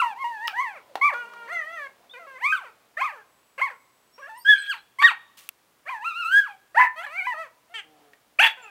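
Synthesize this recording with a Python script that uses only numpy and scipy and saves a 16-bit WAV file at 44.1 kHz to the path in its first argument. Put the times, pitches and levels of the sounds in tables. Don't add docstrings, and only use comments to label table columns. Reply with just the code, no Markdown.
import sys
import numpy as np
from scipy import signal
from scipy.fft import rfft, irfft, next_fast_len
from scipy.io import wavfile
from scipy.ndimage import uniform_filter1d

SR = 44100
rng = np.random.default_rng(int(sys.argv[2]) if len(sys.argv) > 2 else 0)


def boost_factor(decibels):
    exponent = np.asarray(decibels, float) / 20
    return 10 ** exponent


def dump_mix(stems):
    frames = np.atleast_2d(stems).T
    limited = np.clip(frames, -1, 1)
    pcm = np.round(limited * 32767).astype(np.int16)
    wavfile.write(sys.argv[1], SR, pcm)


N = 383669

# (time [s], pitch [Hz], effort [dB])
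FIRST_WHINE = [
    [(0.4, 0.5, -9), (0.0, 1360, -11.5), (0.01, 1400, -23.5), (0.024, 994, -18.5), (0.034, 980, -21),
     (0.098, 894, -33.5), (0.135, 770, -40)],
    [(0.55, 0.56, -12.5), (0.16, 940.0, -36.5), (0.16, 884.0, -39.5), (0.182, 996.0, -38.5)],
    [(0.81, 0.78, -10), (0.184, 1030, -39.5), (0.204, 1082, -35.5), (0.228, 1084, -29.5),
     (0.236, 1030, -30)],
    [(0.56, 0.97, -11.5), (0.24, 940, -23.5), (0.292, 963.0, -32.5), (0.392, 826, -39), (0.456, 964, -29),
     (0.524, 760, -44)],
    [(0.74, 0.98, -11.5), (0.527, 707.0, -40), (0.571, 953, -28.5), (0.599, 1015, -21.0),
     (0.618, 1135.0, -26), (0.671, 910, -31.5), (0.742, 730.0, -46), (0.775, 550, -43), (0.8, 410, -56)],
]
LONG_WHINE = [
    [(0.97, 0.84, -12), (1.012, 1050, -22.5), (1.045, 1161.0, -15), (1.078, 1184, -19.5),
     (1.099, 976.0, -26), (1.119, 661.0, -39.5), (1.135, 550, -27)],
    [(0.6, 0.64, -7), (1.14, 475, -31.5), (1.208, 486, -37.5), (1.255, 460, -41.5), (1.28, 482.0, -46.5),
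     (1.47, 463, -42.5)],
    [(0.81, 0.76, -8.5), (1.473, 410, -43.5), (1.495, 597, -38.5), (1.53, 710, -30.5), (1.591, 656, -36),
     (1.636, 597, -38.5), (1.675, 640.0, -39.0), (1.745, 687, -39), (1.8, 590.0, -35), (1.87, 537, -40.5)],
]
RISING_YAP = [
    [(1.17, 0.83, -10.5), (2.135, 514, -43), (2.159, 470, -41), (2.186, 532, -41)],
    [(0.76, 0.61, -11), (2.192, 710, -46), (2.262, 630, -48)],
    [(0.55, 1.15, -8.5), (2.267, 557, -44.5), (2.377, 505, -45), (2.401, 690, -50.5), (2.42, 905, -34.5),
     (2.446, 1060, -21.5), (2.464, 1150, -18.5), (2.484, 1225, -27.5), (2.52, 1263.0, -22)],
    [(0.68, 0.52, -6.5), (2.523, 1584.0, -16), (2.55, 1530, -23.5), (2.575, 1180, -33.5), (2.6, 1010, -47),
     (2.654, 518.0, -43.5), (2.7, 423.0, -51.5)],
]
SHORT_YAPS = [
    [(0.75, 1.12, -9), (2.968, 610, -42), (2.976, 590, -32.5), (3.0, 725, -28.5), (3.011, 855, -23)],
    [(0.74, 0.98, -11), (3.011, 1000, -25), (3.02, 1050, -19), (3.035, 1105, -25.5), (3.048, 1290, -24),
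     (3.066, 1160, -26), (3.085, 960, -32.5), (3.117, 760, -41)],
    [(0.61, 0.7, -9.5), (3.121, 640, -41), (3.177, 450, -48), (3.23, 393, -60)],
    [(0.92, 1.06, -8), (3.578, 555.0, -33), (3.594, 514, -31), (3.613, 935.0, -30)],
    [(0.89, 0.88, -10.5), (3.612, 1020, -27), (3.62, 1040, -19), (3.643, 1130, -23), (3.664, 1000, -31),
     (3.692, 790, -42)],
    [(0.83, 0.58, -8), (3.696, 730, -41.5), (3.712, 510, -40), (3.755, 438.0, -59.5)],
]
YELPS = [
    [(0.5, 0.72, -9), (4.178, 435, -46), (4.205, 620, -47), (4.22, 530, -48), (4.265, 570, -45),
     (4.287, 720, -44)],
    [(0.72, 0.55, -9), (4.29, 880, -39), (4.342, 880, -44.5), (4.376, 1000, -44), (4.435, 900, -64.5)],
    [(1.17, 1.96, -13), (4.447, 1560, -37), (4.456, 1585, -26.5), (4.499, 1727, -7.5), (4.537, 1657, -11.5),
     (4.551, 1590, -27), (4.61, 1600, -37.5)],
    [(1.5, 2, -10), (4.612, 1650, -38), (4.687, 1630, -32), (4.701, 1672, -21.5), (4.717, 1520, -27),
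     (4.735, 1140, -34.5), (4.745, 920, -37.5), (4.79, 790, -53)],
    [(1.12, 0.61, -8), (4.985, 1000, -31.5), (5.003, 1130, -22), (5.011, 1140, -26), (5.028, 1170, -16)],
    [(1.53, 1.7, -11.5), (5.022, 1440, -22.5), (5.035, 1830, -16.5), (5.042, 1830, -9), (5.053, 1910, -7.5),
     (5.065, 1840, -11.5), (5.085, 1400, -20), (5.101, 1215, -27.5), (5.117, 915, -28.5),
     (5.128, 750, -37.5)],
]
WAVERING_HOWL = [
    [(0.51, 0.97, -8.5), (5.853, 542.0, -54), (5.877, 630, -35.5), (5.892, 815.0, -33.5)],
    [(0.7, 0.66, -10), (5.892, 960, -33), (5.908, 1100, -31), (5.951, 907, -32.5), (6.0, 814, -45),
     (6.024, 890, -36), (6.04, 1020, -35.5)],
    [(1.31, 2.2, -13), (6.042, 1190, -30.5), (6.062, 1350, -26), (6.086, 1386, -27), (6.13, 1194, -39.5),
     (6.165, 1367, -31.5), (6.201, 1426, -29.5), (6.241, 1265.0, -29)],
    [(1.01, 0.46, -7.5), (6.243, 1330, -28), (6.26, 1307, -25.5), (6.306, 1455, -29), (6.328, 1573, -18.5),
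     (6.388, 1676, -10), (6.417, 1600, -26), (6.455, 1430, -38.5), (6.486, 850, -41.5), (6.55, 760, -54)],
]
CHATTER = [
    [(0.69, 0.82, -6.5), (6.958, 610, -43.5), (6.995, 662, -31.5), (7.03, 730, -40), (7.05, 900, -33),
     (7.058, 780, -41.5)],
    [(0.79, 1.09, -7), (7.062, 611.0, -33), (7.084, 550, -43), (7.158, 707.0, -35), (7.189, 800, -34),
     (7.214, 710, -37), (7.25, 760, -36), (7.264, 836, -32.5)],
    [(0.78, 0.8, -11), (7.267, 1006, -23.0), (7.309, 980, -29), (7.336, 870, -31.0)],
    [(0.62, 0.81, -9), (7.34, 668.0, -33), (7.354, 600, -40.5), (7.399, 660, -33.5), (7.428, 644, -34.5),
     (7.48, 467, -52)],
    [(0.4, 0.404, -8.5), (7.695, 660, -60), (7.735, 730, -50.5)],
    [(1.3, 1.4, -4), (7.738, 455, -40), (7.76, 453, -35), (7.8, 403, -38.5), (7.818, 360, -56)],
    [(0.55, 0.6, -7), (8.572, 515, -47), (8.62, 490, -52), (8.645, 440, -45.5), (8.699, 394, -55.5)],
]
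BARKS = [
    [(.75, .85, -13), (6.745, 600, -32.5), (6.757, 640, -27.5), (6.769, 850, -23), (6.776, 880, -12.5),
     (6.791, 1010, -14), (6.839, 1003, -17), (6.856, 940, -24.5), (6.875, 930, -36)],
    [(1.1, 1.44, -7), (8.387, 536, -23.5), (8.402, 760, -12), (8.415, 876, -15), (8.437, 937, -15.5),
     (8.474, 876, -17.5), (8.484, 840, -32), (8.505, 760, -42)],
]
# (start [s], end [s], roughness [0-1])
HOARSE = [(0, .1, .18), (2.53, 2.7, .28), (2.97, 3.23, .3), (3.578, 3.625, .33), (3.68, 3.76, .27),
          (4.16, 4.26, .23), (4.555, 4.68, .5), (4.725, 4.8, .6), (6.43, 6.55, .35), (5.015, 5.036, .8),
          (5.09, 5.14, .35), (5.85, 5.92, .4), (5.93, 6.0, .25), (6.745, 6.765, .3), (6.79, 6.9, .58),
          (7.01, 7.07, .45), (8.419, 8.53, .8)]
# (start [s], length [s], from [Hz], to [Hz], level [dB])
SECOND_TONES = [
    (.89, .06, 646, 435, -50),
    (2.523, 0.04, 1284, 1290, -17),
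    (4.577, 0.09, 4200, 3950, -40),
    (5.03, .09, 1135, 1146, -18.5),
    (6.79, .12, 1730, 1800, -13),
    (8.43, .08, 3400, 3400, -20),
]
# (frequency [Hz], gain [dB])
MOUTH = [(300.0, -19.5), (600.0, -6.5), (900.0, -4.5), (1300.0, 7.5), (1800.0, 7), (2400.0, 18.5),
         (3200.0, 4.5), (4500.0, 9.5)]
# (frequency [Hz], gain [dB])
THROAT = [(450, -2), (1000, 0), (2500, 0.5), (3300, -8.5), (3750, -16), (5500, -24.5), (9000, -19),
          (14000, -21)]
# (frequency [Hz], width [Hz], gain [dB])
NOSE = [(4460, 350, 8), (6170, 330, 7.5), (8050, 820, 5.5), (11260, 370, 7.5), (13300, 500, 7)]
# (frequency [Hz], density [dB per Hz])
BREATH = [(150, -2), (500, 1), (1200, 8), (2500, 17.5), (3700, 11), (4600, 11), (8000, 6), (15500, 2.5)]
# (start [s], length [s], from [Hz], to [Hz], level [dB])
GROANS = [
    (1.2, 0.38, 215, 192, -75),
    (7.83, 0.29, 157.8, 142.2, -80.5),
]
GROAN_PARTIALS_DB = [1, 11.5, 12, 8.5, 14, -17.5, -22.5, -2, 2.5]
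# (start [s], length [s], from [Hz], to [Hz], level [dB])
SQUEAKS = [(0.575, .03, 5800, 6200, -55), (2.092, 0.028, 3350, 3650, -48), (4.12, 0.1, 5500, 5660, -67),
           (4.228, .02, 5600, 5560, -67), (4.35, .11, 5300, 5400, -68), (4.385, 0.065, 4350, 5100, -58),
           (4.37, 0.046, 8900, 8650, -57), (4.375, .055, 13100, 13600, -60.5),
           (4.575, .05, 8500, 8000, -54), (4.775, .02, 3700, 4100, -55), (4.995, .06, 4450, 4620, -46),
           (8.615, .02, 7400, 7200, -58), (1.52, .07, 6280, 6100, -60), (1.725, .045, 6050, 6200, -65),
           (8.628, .06, 2800, 2500, -50)]
# (time [s], peak [dB], ring [Hz], ring t60 [s], crack [dB])
KNOCKS = [
    (0.4744, -23, 5270, 0.01, -11),
    (0.4795, -12, 2940, 0.0079, -23),
    (0.481, -23, 1290, 0.04, -30),
    (0.955, -14.5, 810, 0.013, -88),
    (0.958, -30, 902, 0.06, -41),
    (1.138, -27.5, 800, 0.018, -43),
    (1.336, -28, 1204, 0.011, -34),
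    (5.382, -45, 2804, 0.013, -11.5),
    (5.49, -21, 2660, 0.01, -3),
    (8.134, -42.5, 1860, 0.029, -15),
]
# (time [s], level [dB])
RUSTLE = [
    [(5.37, -58), (5.382, -57), (5.48, -69)],
]
# (frequency [Hz], density [dB per Hz])
RUSTLE_TONE = [(500, -15), (2900, -2.5), (5000, -7), (15800, -10)]
# (frequency [Hz], t60 [s])
GARDEN = [(300, 0.21), (1000, 0.21), (3500, 0.15), (10000, 0.14)]
# (frequency [Hz], t60 [s])
FAR_TREES = [(300, 2.4), (1500, 0.53), (4000, 0.81), (10000, 0.3)]
# (time [s], pitch [Hz], level [dB])
INSECT = [(3.25, 7870, -80), (3.4, 7870, -77), (4.85, 7870, -78)]
# (time [s], level [dB])
BUSTLE = [(0, -58), (1.5, -56.5), (3, -65), (4, -84.5), (7.6, -84.5), (8, -58.5), (8.7, -90)]
# (frequency [Hz], density [dB per Hz])
AIR = [(22, -7.5), (80, -13.5), (157, -6.5), (450, -4.5), (1160, -5), (5850, -16), (14700, -18),
       (15900, -16)]
# (frequency [Hz], level [dB])
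HUM = [(60, -88), (120, -85.5)]


def voice(rows, mouth_from, mouth_to, tilt_db):
    t, fade, (hz, effort_db) = unrolled(rows, edge=0.004)
    hz = uniform_filter1d(hz, size=600, mode="nearest")
    rough = roughness(t)
    jitter = (0.0015 + 0.02 * rough) * flutter(len(t), 150)
    turn = 2 * np.pi * np.cumsum(hz * (1 + jitter)) / SR
    mouth = np.linspace(mouth_from, mouth_to, len(t))
    sound = folds(hz, turn, effort_db, rough, mouth, tilt_db)
    sound = signal.lfilter(*signal.butter(3, 300, "high", fs=SR), sound)
    return (breath(turn, effort_db, rough) - np.sqrt(2) * sound) * fade


def folds(hz, turn, effort_db, rough, mouth, tilt_db):
    n = len(hz)
    k = np.arange(1, min(23, 1 + int(SR / 2.7 / hz.min())))[:, None]
    db = partials(k, hz, effort_db, mouth, tilt_db)
    db += 3.1 * (k > 2) * flutter(n, 14, count=len(k))
    db += 1.1 * flutter(n, 42, count=len(k))
    smear = rough * (0.16 + 0.3 * k) + 0.065 * (k * hz / 4000) ** 2
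    smear = np.minimum(smear, 0.9)
    blur_hz = 150 + 220 * rough.max() ** 2
    blur = flutter(n, blur_hz, count=2 * len(k), order=4) / np.sqrt(2)
    lines = (np.sqrt(1 - smear ** 2) + smear * blur[::2]) * np.cos(k * turn)
    lines -= smear * blur[1::2] * np.sin(k * turn)
    halves = boost_factor(-4.5) * rough ** 2 * flutter(n, 190, count=5, order=4) * np.cos((k[:5] + 0.5) * turn)
    return (boost_factor(db) * lines).sum(0) + (boost_factor(db[:5]) * halves).sum(0)


def partials(k, hz, level_db, mouth, tilt_db):
    line_hz = k * hz
    db = tilt_db * np.log2(k) + read(MOUTH, line_hz / mouth) + read(THROAT, line_hz) + nose(line_hz)
    db -= 90 * (line_hz > SR / 2.7)
    db -= 5 * (k > 2) * np.clip(4 * (hz / 1240 - 1), 0, 1)
    return level_db + db - 10 * np.log10((boost_factor(db) ** 2).sum(0))


def nose(hz):
    return sum(db * np.exp(-((hz - at_hz) / width) ** 2) for at_hz, width, db in NOSE)


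def roughness(t):
    clear, slip_s = 0.07, 0.012
    start, end, depth = np.transpose(HOARSE)[:, :, None]
    inside = np.clip(np.minimum(t - start, end - t) / slip_s + 0.5, 0, 1)
    return clear + (inside * (depth - clear)).max(0)


def breath(turn, effort_db, rough):
    puffs = rng.standard_normal(len(turn)) * (1 + 0.12 * np.cos(turn))
    return coloured(puffs, BREATH, nasal=0.41) * boost_factor(0.69 * effort_db - 45.5 + 2 * rough)


def groan(rows):
    t, fade, (hz, db) = unrolled(rows, edge=0.02)
    turn = 2 * np.pi * np.cumsum(hz * (1 + 0.0054 * flutter(len(t), 40))) / SR
    stack = sum(boost_factor(p) * np.cos((k + 1) * turn) for k, p in enumerate(GROAN_PARTIALS_DB))
    return np.sqrt(2) * stack * boost_factor(db) * fade


def whistle(rows, waver=0.00092, shake_db=4):
    t, fade, (hz, db) = unrolled(rows, edge=0.013)
    turn = 2 * np.pi * np.cumsum(hz * (1 + waver * flutter(len(t), 80))) / SR
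    return np.sqrt(2) * boost_factor(db + shake_db * flutter(len(t), 36)) * np.sin(turn) * fade


def knock(db, hz, t60, crack_db):
    t = np.arange(2500) / SR
    t60 = max(t60, 0.004)
    ring = np.sin(2 * np.pi * hz * t) * boost_factor(-60 * t / t60)
    thud = evened(coloured(rng.standard_normal(len(t)), [(150, -30), (hz, 0), (3500, -6), (9000, -25)]))
    thud = thud * boost_factor(-12.5 - 60 * t / (1.68 * t60))
    crack = np.diff(rng.standard_normal(len(t) + 1)) * boost_factor(crack_db - 60 * t / 0.008)
    blow = (ring + thud + crack) * np.minimum(t / 0.0002, 1)
    return boost_factor(db) * signal.lfilter(*signal.butter(3, 330, "high", fs=SR), blow)


def rustle(rows):
    t, fade, (db,) = unrolled(rows)
    grains = rng.standard_normal(len(t)) * boost_factor(2.9 * flutter(len(t), 430))
    return evened(coloured(grains, RUSTLE_TONE)) * boost_factor(db + 8.5) * fade


def garden(x):
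    echoes = scatter(GARDEN, 0.0051, -12) + scatter(FAR_TREES, 0.029, -31)
    echoes[round(0.043 * SR)] += boost_factor(-21.5)
    return signal.fftconvolve(x, echoes)[:N]


def scatter(decays, start, db):
    taps = np.zeros(SR)
    at = np.arange(0, SR - 20, 20) + rng.integers(0, 20, (SR - 1) // 20)
    taps[at] = rng.choice([-1., 1.], len(at)) * np.clip((at / SR - start) / 0.012, 0, 1)
    hz, t, z = signal.stft(taps, SR, nperseg=256)
    tail = signal.istft(z * boost_factor(-60 * t / read(decays, hz)[:, None]), SR, nperseg=256)[1]
    return boost_factor(db) * tail / np.linalg.norm(tail)


def insect():
    return whistle(INSECT, waver=0.0004, shake_db=1.5)


def air():
    t = np.arange(N) / SR
    hiss = boost_factor(-64) * evened(coloured(rng.standard_normal(N), AIR))
    low_tone = [(60, -39.5), (200, -3.5), (700, 6), (1500, -4.5), (4000, -10.5), (16000, -35)]
    low = evened(coloured(rng.standard_normal(N), low_tone))
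    bustle = low * boost_factor(np.interp(t, *np.transpose(BUSTLE)) - 3.5 + 0.93 * flutter(N, 14))
    hum = sum(np.sqrt(2) * boost_factor(db + 1.5 * flutter(N, 3)) * np.sin(2 * np.pi * hz * t) for hz, db in HUM)
    return hiss + bustle + hum


def evened(x):
    return x / np.sqrt(np.mean(x ** 2) + 1e-20)


def read(points, hz):
    f, value = np.transpose(points)
    return np.interp(np.log(hz + 1), np.log(f + 1), value)


def coloured(x, points, nasal=0):
    size = next_fast_len(len(x), True)
    hz = np.fft.rfftfreq(size, 1 / SR)
    return irfft(rfft(x, size) * boost_factor(read(points, hz) + nasal * nose(hz)), size)[:len(x)]


def flutter(length, hz, count=1, order=2):
    at = np.arange(length) / 8
    low_pass = signal.butter(order, hz, fs=SR / 8, output="sos")
    rows = signal.sosfilt(low_pass, rng.standard_normal((count, length // 8 + 302)))
    rows = evened(rows[:, 300:])
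    i = at.astype(int)
    return (rows[:, i] + (at - i) * (rows[:, i + 1] - rows[:, i])).squeeze()


def unrolled(rows, edge=0.0038):
    s, *columns = np.transpose(rows)
    t = np.arange(s[0], s[-1] + 2 * edge, 1 / SR)
    fade = np.clip(np.minimum(t - s[0], (t[-1] - t) / 2) / edge, 0, 1)
    return t, fade, [np.interp(t, s, c) for c in columns]


def glide(start, length, from_hz, to_hz, db, sag_db=0):
    return [(start, from_hz, db), (start + length, to_hz, db + sag_db)]


def add(mix, s, sound):
    part = mix[max(round(s * SR), 0):][:len(sound)]
    part += sound[:len(part)]


def scene():
    dogs, near = np.zeros(N), air()
    calls = FIRST_WHINE + LONG_WHINE + RISING_YAP + SHORT_YAPS + YELPS + WAVERING_HOWL + CHATTER + BARKS
    for mouth, *rows in calls:
        add(dogs, rows[0][0], voice(rows, *mouth))
    for row in SECOND_TONES:
        add(dogs, row[0], whistle(glide(*row, sag_db=-24), waver=0.006))
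    for row in GROANS:
        add(dogs, row[0], groan(glide(*row, sag_db=-2.5)))
    for row in SQUEAKS:
        add(dogs, row[0], whistle(glide(*row)))
    for s, *blow in KNOCKS:
        at_microphone = 5.4 < s < 5.6
        add(near if at_microphone else dogs, s, knock(*blow))
    for rows in RUSTLE:
        add(near, rows[0][0], rustle(rows))
    add(near, INSECT[0][0], insect())
    return (dogs + garden(dogs) + near)[None]


def roll_off(x):
    return signal.sosfilt(signal.butter(12, 17070, fs=SR, output="sos"), x)


def record(dry):
    limited = np.tanh(0.6 * dry - 0.002 * dry ** 2) / 0.6
    cut = signal.lfilter(*signal.butter(2, 60, "high", fs=SR), limited)
    edge = signal.firwin(255, 15900, window=("kaiser", 8), fs=SR)
    mix = signal.oaconvolve(cut, edge[None], "same")
    return roll_off(mix)


dry = scene()
out = record(dry)
dump_mix(out)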